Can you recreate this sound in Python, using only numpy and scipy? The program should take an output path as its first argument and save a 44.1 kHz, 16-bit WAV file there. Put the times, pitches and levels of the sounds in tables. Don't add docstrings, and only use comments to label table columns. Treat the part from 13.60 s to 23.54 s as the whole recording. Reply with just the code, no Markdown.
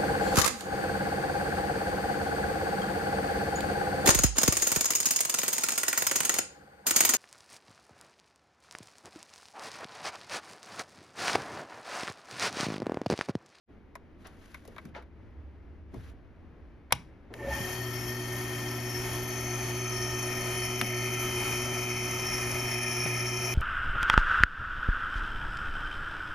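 import sys
import numpy as np
from scipy import signal
from scipy.fft import rfft, irfft, next_fast_len
from scipy.io import wavfile
from scipy.ndimage import uniform_filter1d

SR = 44100
rng = np.random.default_rng(int(sys.argv[2]) if len(sys.argv) > 2 else 0)


def inscribe(sig):
    pcm = np.round(np.clip(np.atleast_2d(sig).T, -1, 1) * 32767)
    wavfile.write(sys.argv[1], SR, pcm.astype(np.int16))


N = 438354
TIME = np.arange(N) / SR
START_S, RUN_UP_S, SHAFT_HZ = 3.707, .3, 59.92
BALL_COUNT, OUTER_PASSES = 8, 3.088
INNER_PASSES = BALL_COUNT - OUTER_PASSES


def undb(db):
    return 10 ** (np.asarray(db) / 20)

def noise():
    return rng.standard_normal(N) * np.sqrt(SR / 2)

def noise_pair():
    return np.array([noise(), noise()])

def wander(rate_hz):
    knots = rng.standard_normal(int(rate_hz * N / SR) + 3)
    joined = np.interp(TIME * rate_hz, np.arange(len(knots)), knots)
    return 1.235 * uniform_filter1d(joined, int(SR / rate_hz / 2))

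def swell(peak_s, width_s):
    return np.exp(-.5 * ((TIME - peak_s) / width_s) ** 2)

def onset(at_s, width_s):
    return .5 + .5 * np.tanh((TIME - at_s) / width_s)

def band(x, hz, width_hz):
    g, k = np.tan(np.pi * min(hz, .45 * SR) / SR), width_hz / hz
    section = np.array([g * k, 0, -g * k, 1 + g * k + g * g, 2 * g * g - 2, 1 - g * k + g * g])
    section /= section[3]
    return signal.sosfilt([section, section], x + 1e-18)

def shape(x, response):
    size = next_fast_len(N, True)
    hz = np.arange(size // 2 + 1) * SR / size
    return irfft(rfft(x, size) * response(hz), size)[..., :N]

def at_frequency(rows, hz):
    points, values = np.transpose(rows)
    return np.interp(np.log(hz + 1), np.log(points), values)

def colour(x, rows):
    return shape(x, lambda hz: undb(at_frequency(rows, hz)))

def at_place(place, place_db):
    return np.interp(place, np.arange(len(place_db)), place_db)

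# frequency_hz, left_minus_right_db
PORT_BALANCE = [(100, -0.5), (700, 2.5), (1300, 1), (2400, 3.5), (4400, 7), (8200, 0)]
# frequency_hz, left_lead_rad
PORT_PHASE = [(60, 0), (1800, -.2), (2500, 1.6), (3300, .1), (5300, .1), (6550, -1), (7650, -3),
              (8900, -3.5), (11100, -6.3), (12300, -6.6), (14000, -9.2)]
def port_response(hz):
    left = undb(at_frequency(PORT_BALANCE, hz) / 2) * np.exp(.5j * at_frequency(PORT_PHASE, hz))
    return np.array([left, 1 / left])

# frequency_hz, coherence_ratio
PORT_COHERENCE = [(60, .88), (300, .78), (640, .83), (3100, .74), (6000, .85), (8200, .985), (11000, .9)]
def ports(direct, scattered):
    def response(hz, sign):
        coherence = np.clip(at_frequency(PORT_COHERENCE, hz), 0, 1)
        return np.sqrt(1 + sign * coherence) / 2 * port_response(hz) * np.array([[1], [sign]])
    return shape(direct, lambda hz: response(hz, 1)) + shape(scattered, lambda hz: response(hz, -1))

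# frequency_hz, density_db
ROOM_SPECTRUM = [(20, -80), (45, -74), (75, -69.5), (120, -81), (300, -79.5), (550, -90.5), (1000, -96.5),
                 (2200, -101), (3500, -114), (7000, -126), (16000, -135)]
def background():
    room = colour(noise_pair(), ROOM_SPECTRUM) * undb(1.5 + 1.3 * wander(8)) * onset(.089, .01)
    rumble = band(noise_pair(), hz=72.8, width_hz=25) * undb(-59) * swell(peak_s=2.3, width_s=.64)
    return room + rumble

def reflections(x, wet_db=-25, t60_s=.29):
    t = np.arange(SR // 2) / SR
    decay = undb(-60 * t / t60_s) * (t > .006)
    tail = band(rng.standard_normal((2, len(t))), 1800, 8500) * decay
    tail /= np.sqrt(np.sum(tail ** 2, axis=1, keepdims=True))
    return undb(wet_db) * signal.fftconvolve(x[:1], tail, axes=1)[:, :N]

def burst(start_s, db, hz, width_hz, rise_s, t60_s):
    t = np.arange(SR // 2) / SR
    envelope = np.minimum(t / rise_s, 1) * undb(-60 * np.maximum(t - rise_s, 0) / t60_s)
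    sound = band(rng.standard_normal((2, len(t))), hz, width_hz) * envelope
    sound *= undb(db) * np.sqrt(np.sum(envelope ** 2) / np.sum(sound ** 2, axis=1, keepdims=True))
    return np.pad(sound, ((0, 0), (int(start_s * SR), N)))[:, :N]

# start_s, body_db, body_hz, edge_db
CASE_TAPS = [(.353, -32, 950, -46.5), (.669, -57, 900, -47), (0.943, -33.5, 1600, -48),
             (1.051, -45, 596, -53), (1.076, -61, 900, -49), (1.162, -37, 1200, -59),
             (1.181, -30.5, 1290, -54), (1.252, -46, 1500, -52), (1.348, -38, 1860, -65),
             (1.423, -49, 1100, -63), (2.341, -39, 700, -55), (3.306, -34, 1100, -66)]
# centre_hz, width_hz, gain_db
CASE_MODES = [(640, 170, 4), (1050, 300, 0.5), (1616, 310, 1.5), (2150, 520, 5), (3520, 1400, -2)]
def clicks(rise_s=.0009):
    taps = sum(burst(s, db, hz, 1.02 * hz, rise_s, t60_s=.046) for s, db, hz, _ in CASE_TAPS)
    edges = sum(burst(s, db, 5900, 20000, rise_s, t60_s=.036) for s, _, _, db in CASE_TAPS)
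    return edges + sum(undb(db) * band(taps, hz, width) for hz, width, db in CASE_MODES)

# start_s, level_db, centre_hz, t60_s
SOFT_IMPACTS = [(1.078, -43.5, 445, 0.14), (1.247, -39.5, 200, 0.33), (2.335, -36.5, 242, 0.22),
                (2.364, -34, 79.6, 0.24), (3.322, -28, 623, 0.02), (3.327, -36.5, 140, 0.33),
                (3.702, -44, 444, 0.97), (3.997, -30, 128, 0.17), (7.216, -28, 250, .17),
                (9.454, -26, 150, 0.067)]
def bumps(rise_s=.0047):
    return sum(burst(s, db, hz, .74 * hz, rise_s, t60) for s, db, hz, t60 in SOFT_IMPACTS)

# start_s, level_db, centre_hz, t60_s
HAND_SCUFFS = [(0.107, -77, 630, 0.98), (0.641, -45, 965, 0.14), (1.339, -38, 650, 0.19)]
# start_s, length_s, level_db
FINGER_SLIDES = [(0.6, 0.7, -108), (0.807, 0.18, -109), (2.337, 0.18, -103)]
def rubbing(edge_s=.019):
    scuffs = sum(burst(s, db, hz, 1.8 * hz, .14 * t60, t60) for s, db, hz, t60 in HAND_SCUFFS)
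    contact = sum(undb(db) * (onset(s, edge_s) - onset(s + length, edge_s))
                  for s, length, db in FINGER_SLIDES)
    hiss = colour(noise_pair(), [(200, -20), (1500, 12), (5000, -2), (11000, -4.5), (16000, -20)])
    return scuffs + hiss * contact * undb(1.5 * wander(220))

def blow(start_s, db, hz):
    impulse = np.zeros(N)
    impulse[int(start_s * SR)] = 1
    note = band(impulse, hz, 1.03 * hz)
    return np.outer([1, 0], undb(db) * note / np.max(np.abs(note)))

# pitch_hz, level_db, t60_s
BENCH_MODES = [(65, -37, .4), (102, -35, .2), (177, -39, .2), (680, -25, .035), (965, -20, .045),
               (1130, -19, .035), (2220, -35, .035)]
def bench_ring(start_s):
    t = np.maximum(TIME - start_s, 0)
    ring = sum(undb(db - 60 * t / t60) * np.sin(2 * np.pi * hz * t) * (t < 2 * t60)
               for hz, db, t60 in BENCH_MODES)
    return np.outer([1, 0], ring)

# start_s, body_db, body_hz, crack_db
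SNAP_EVENTS = [(3.323, -9.5, 980, -18), (3.352, -40.5, 1000, -50), (3.739, -26.5, 1900, -50),
               (7.213, -6.5, 1660, -30.5), (9.461, -21, 620, -45)]
SWITCH_S, RELAY_S = SNAP_EVENTS[0][0], SNAP_EVENTS[2][0]
# delay_s, gain_db, centre_hz, width_hz, t60_s
CRACK_BANDS = [(0, 6.5, 9050, 8000, 0.013), (.001, 4, 2240, 1206, 0.021), (.001, -2.5, 3400, 800, .024),
               (.0015, -5, 5580, 1210, 0.033)]
def snaps(rise_s=.00072, shudder_db=-14):
    out = 0
    for s, db, hz, crack_db in SNAP_EVENTS:
        out += blow(s + rise_s, db, hz)
        out += burst(s, db + shudder_db, hz, .57 * hz, rise_s, t60_s=.031)
        for delay, part_db, part_hz, width, t60 in CRACK_BANDS:
            out += burst(s + delay, crack_db + part_db, part_hz, width, rise_s, t60)
    return out + bench_ring(SWITCH_S + rise_s)

# frequency_hz, density_db
AIR_SPECTRUM = [(25, -77), (60, -64), (150, -72), (300, -71), (480, -77), (900, -73), (1550, -78.5),
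                (2500, -80), (3650, -89), (5000, -86), (7000, -78.5), (8600, -95), (9500, -81),
                (13500, -86.5), (16000, -94)]
def cooling_air(gust_db=1.52):
    return colour(noise_pair(), AIR_SPECTRUM) * undb(gust_db * wander(9))

# centre_hz, width_hz, gain_db
PLATE_MODES = [(70, 28, -27), (254, 510, -35.5), (556, 23, -19.5), (859, 25, -28), (1808, 26, -19.5),
               (2130, 660, -43.5)]
def spin_up(turns):
    torque = undb(.5) * swell(START_S + .19, width_s=.076)
    ripple = sum(np.sin(2 * np.pi * order * turns) for order in (1.8, 17, 22, 48, 110))
    shake = torque * (undb(-5) * ripple + undb(-35) * noise())
    return sum(undb(db) * band(shake, hz, width) for hz, width, db in PLATE_MODES)

def roughness(turns, worn_share=.22):
    size = int(SR / SHAFT_HZ)
    marks = np.interp(turns % 1 * size, np.arange(size), noise()[:size], period=size)
    return np.sqrt(worn_share) * marks + np.sqrt(1 - worn_share) * noise()

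# centre_hz, width_hz, then density_db at each of places 0 to 3
HOUSING_MODES = [(649, 185, -70, -67, -66.5, -69.5), (1312, 78, -69.5, -66, -62, -64),
                 (1820, 57, -58, -59.5, -62.5, -60), (2173, 360, -70.5, -68, -64, -64.5),
                 (2428, 124, -68, -63.5, -59, -56.5), (3155, 63, -63, -94, -92, -68),
                 (3267, 140, -73.5, -73.5, -78.5, -78), (4410, 77, -71, -71, -73, -79),
                 (4860, 270, -79.5, -85, -80.5, -81), (5475, 250, -70, -66.5, -65.5, -60.5),
                 (6212, 118, -71.5, -54, -89, -74), (6160, 620, -82, -77, -66.5, -69),
                 (10596, 370, -73, -68.5, -68, -67.5), (11720, 600, -70.5, -76.5, -72.5, -80),
                 (15400, 570, -87, -85, -84, -78)]
# peak_s, boost_db
SCRAPE_FLARES = [(4.45, 6), (5.31, 4.5), (6.43, 5), (8.7, 4.5)]
def bearings(turns, speed, place, depth=.23, flare_hz=5540, flare_width_hz=410):
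    outer, inner = (np.exp(-(passes * turns % 1) / .5) for passes in (OUTER_PASSES, INNER_PASSES))
    force = (1 - depth + 2 * depth * (outer + inner)) * undb(.87 * wander(90))
    grit = force / np.sqrt(np.mean(force ** 2)) * np.array([roughness(turns), roughness(turns)])
    cage = np.sin(2 * np.pi * turns * OUTER_PASSES / BALL_COUNT)
    chatter = .49 * cage + wander(70)
    treble = chatter - 9 * (1 - speed)
    flare_db = sum(db * swell(s, width_s=.1) for s, db in SCRAPE_FLARES)
    out = 0
    for hz, width, *place_db in HOUSING_MODES:
        level_db = at_place(place, place_db) + 1.37 * wander(8) + treble * min(hz / 5500, 2)
        rasp_db = flare_db * np.exp(-((hz - flare_hz) / flare_width_hz) ** 2)
        out += band(grit, hz, width) * undb(level_db + rasp_db)
    return out

def tone(cycles, db, sway):
    carrier = np.sqrt(2) * undb(db) * np.exp(2j * np.pi * cycles)
    knot_s = np.linspace(0, N / SR, 48)
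    knots = rng.standard_normal((3, 2, len(knot_s)))
    common, left, right = (np.interp(TIME, knot_s, re + 1j * im) for re, im in knots)
    pair = np.array([(carrier * (1 + sway * (common + own))).imag for own in (left, right)])
    return pair / np.sqrt(1 + 2 * sway ** 2)

# cycles_per_turn, then level_db at each of places 0 to 3
SHAFT_ORDERS = [(.54, -64, -55, -58, -63), (7.03, -62, -64, -64, -64), (12, -61, -55, -55, -55),
                (15, -62, -58, -59, -58), (17, -62, -59, -60, -60), (21, -62, -52, -53, -53),
                (22.06, -62, -59, -53, -58), (28.5, -68, -68, -64, -53), (30.4, -53, -57, -62, -65),
                (35, -57, -57, -50, -50.5), (39.89, -61, -54, -48.5, -46.5), (40.96, -62, -55, -50, -48),
                (42.96, -60, -56, -52, -51), (50, -62, -56.5, -53, -57), (52, -58, -50.5, -44.5, -50.5),
                (52.65, -55.5, -66, -70, -70), (103.94, -64, -50, -59, -61)]
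def whine(turns, speed, place):
    out = 0
    for order, *place_db in SHAFT_ORDERS:
        level_db = at_place(place, place_db) + .5 * wander(20)
        out += tone(order * turns, level_db, sway=.18)
    return speed ** 2 * out

# harmonic_number, level_db
MAINS_HARMONICS = [(2, -37.7), (3, -62), (4, -47.3), (6, -46.5), (8, -64)]
def hum(turns, speed, place, mains_hz=60.15, starting_db=-7, settle_s=.44):
    starting = 1 - onset(START_S + settle_s, .018)
    load_db = -1 + starting_db * starting + .23 * place
    mains = sum(tone(mains_hz * k * TIME, db + load_db, sway=.1) for k, db in MAINS_HARMONICS)
    slip_turns = .028 * wander(12)
    outer_db = at_place(place, (-44, -41.5, -40, -43))
    inner_db = at_place(place, (-51, -52.5, -56.5, -59))
    outer = tone(2 * OUTER_PASSES * (turns + slip_turns), outer_db, sway=.08)
    inner = tone(INNER_PASSES * turns, inner_db, sway=.35)
    return np.sqrt(speed) * mains + speed ** 8.3 * (outer + inner)

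# time_s, place (0 by the switch, 1 beside the motor, 2 at its top rim, 3 above it)
MICROPHONE_PATH = [(4.95, 0), (6.3, 1), (7.3, 1.8), (8.1, 2), (8.8, 2.5), (9.3, 3), (9.9, 2.5)]
def pump(stall_db=-18.5, knee_share=.75):
    speed = np.clip((TIME - START_S) / RUN_UP_S, 0, 1)
    turns = np.cumsum(SHAFT_HZ * speed * (1 + .0002 * wander(3))) / SR
    place = np.interp(TIME, *np.transpose(MICROPHONE_PATH))
    effort = undb(stall_db) + (1 - undb(stall_db)) * np.minimum(speed / knee_share, 1) ** 5.3
    drive = onset(RELAY_S, .012) * effort * undb(-.5 + .72 * place)
    rush = drive * (bearings(turns, speed, place) + cooling_air())
    whir = ports(*rush) + shape(drive * whine(turns, speed, place), port_response)
    pan_db = 1.36 - place
    whir *= undb(np.array([pan_db, -pan_db]) / 2)
    return whir + hum(turns, speed, place) + (speed > 0) * spin_up(turns)

def scene():
    contacts = clicks() + bumps() + rubbing() + snaps()
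    return pump() + ports(*(background() + contacts + reflections(contacts)))

def record(dry, cutoff_hz=15800):
    return signal.sosfilt(signal.ellip(10, .2, 70, cutoff_hz, fs=SR, output="sos"), dry)


dry = scene()
out = record(dry)
inscribe(out)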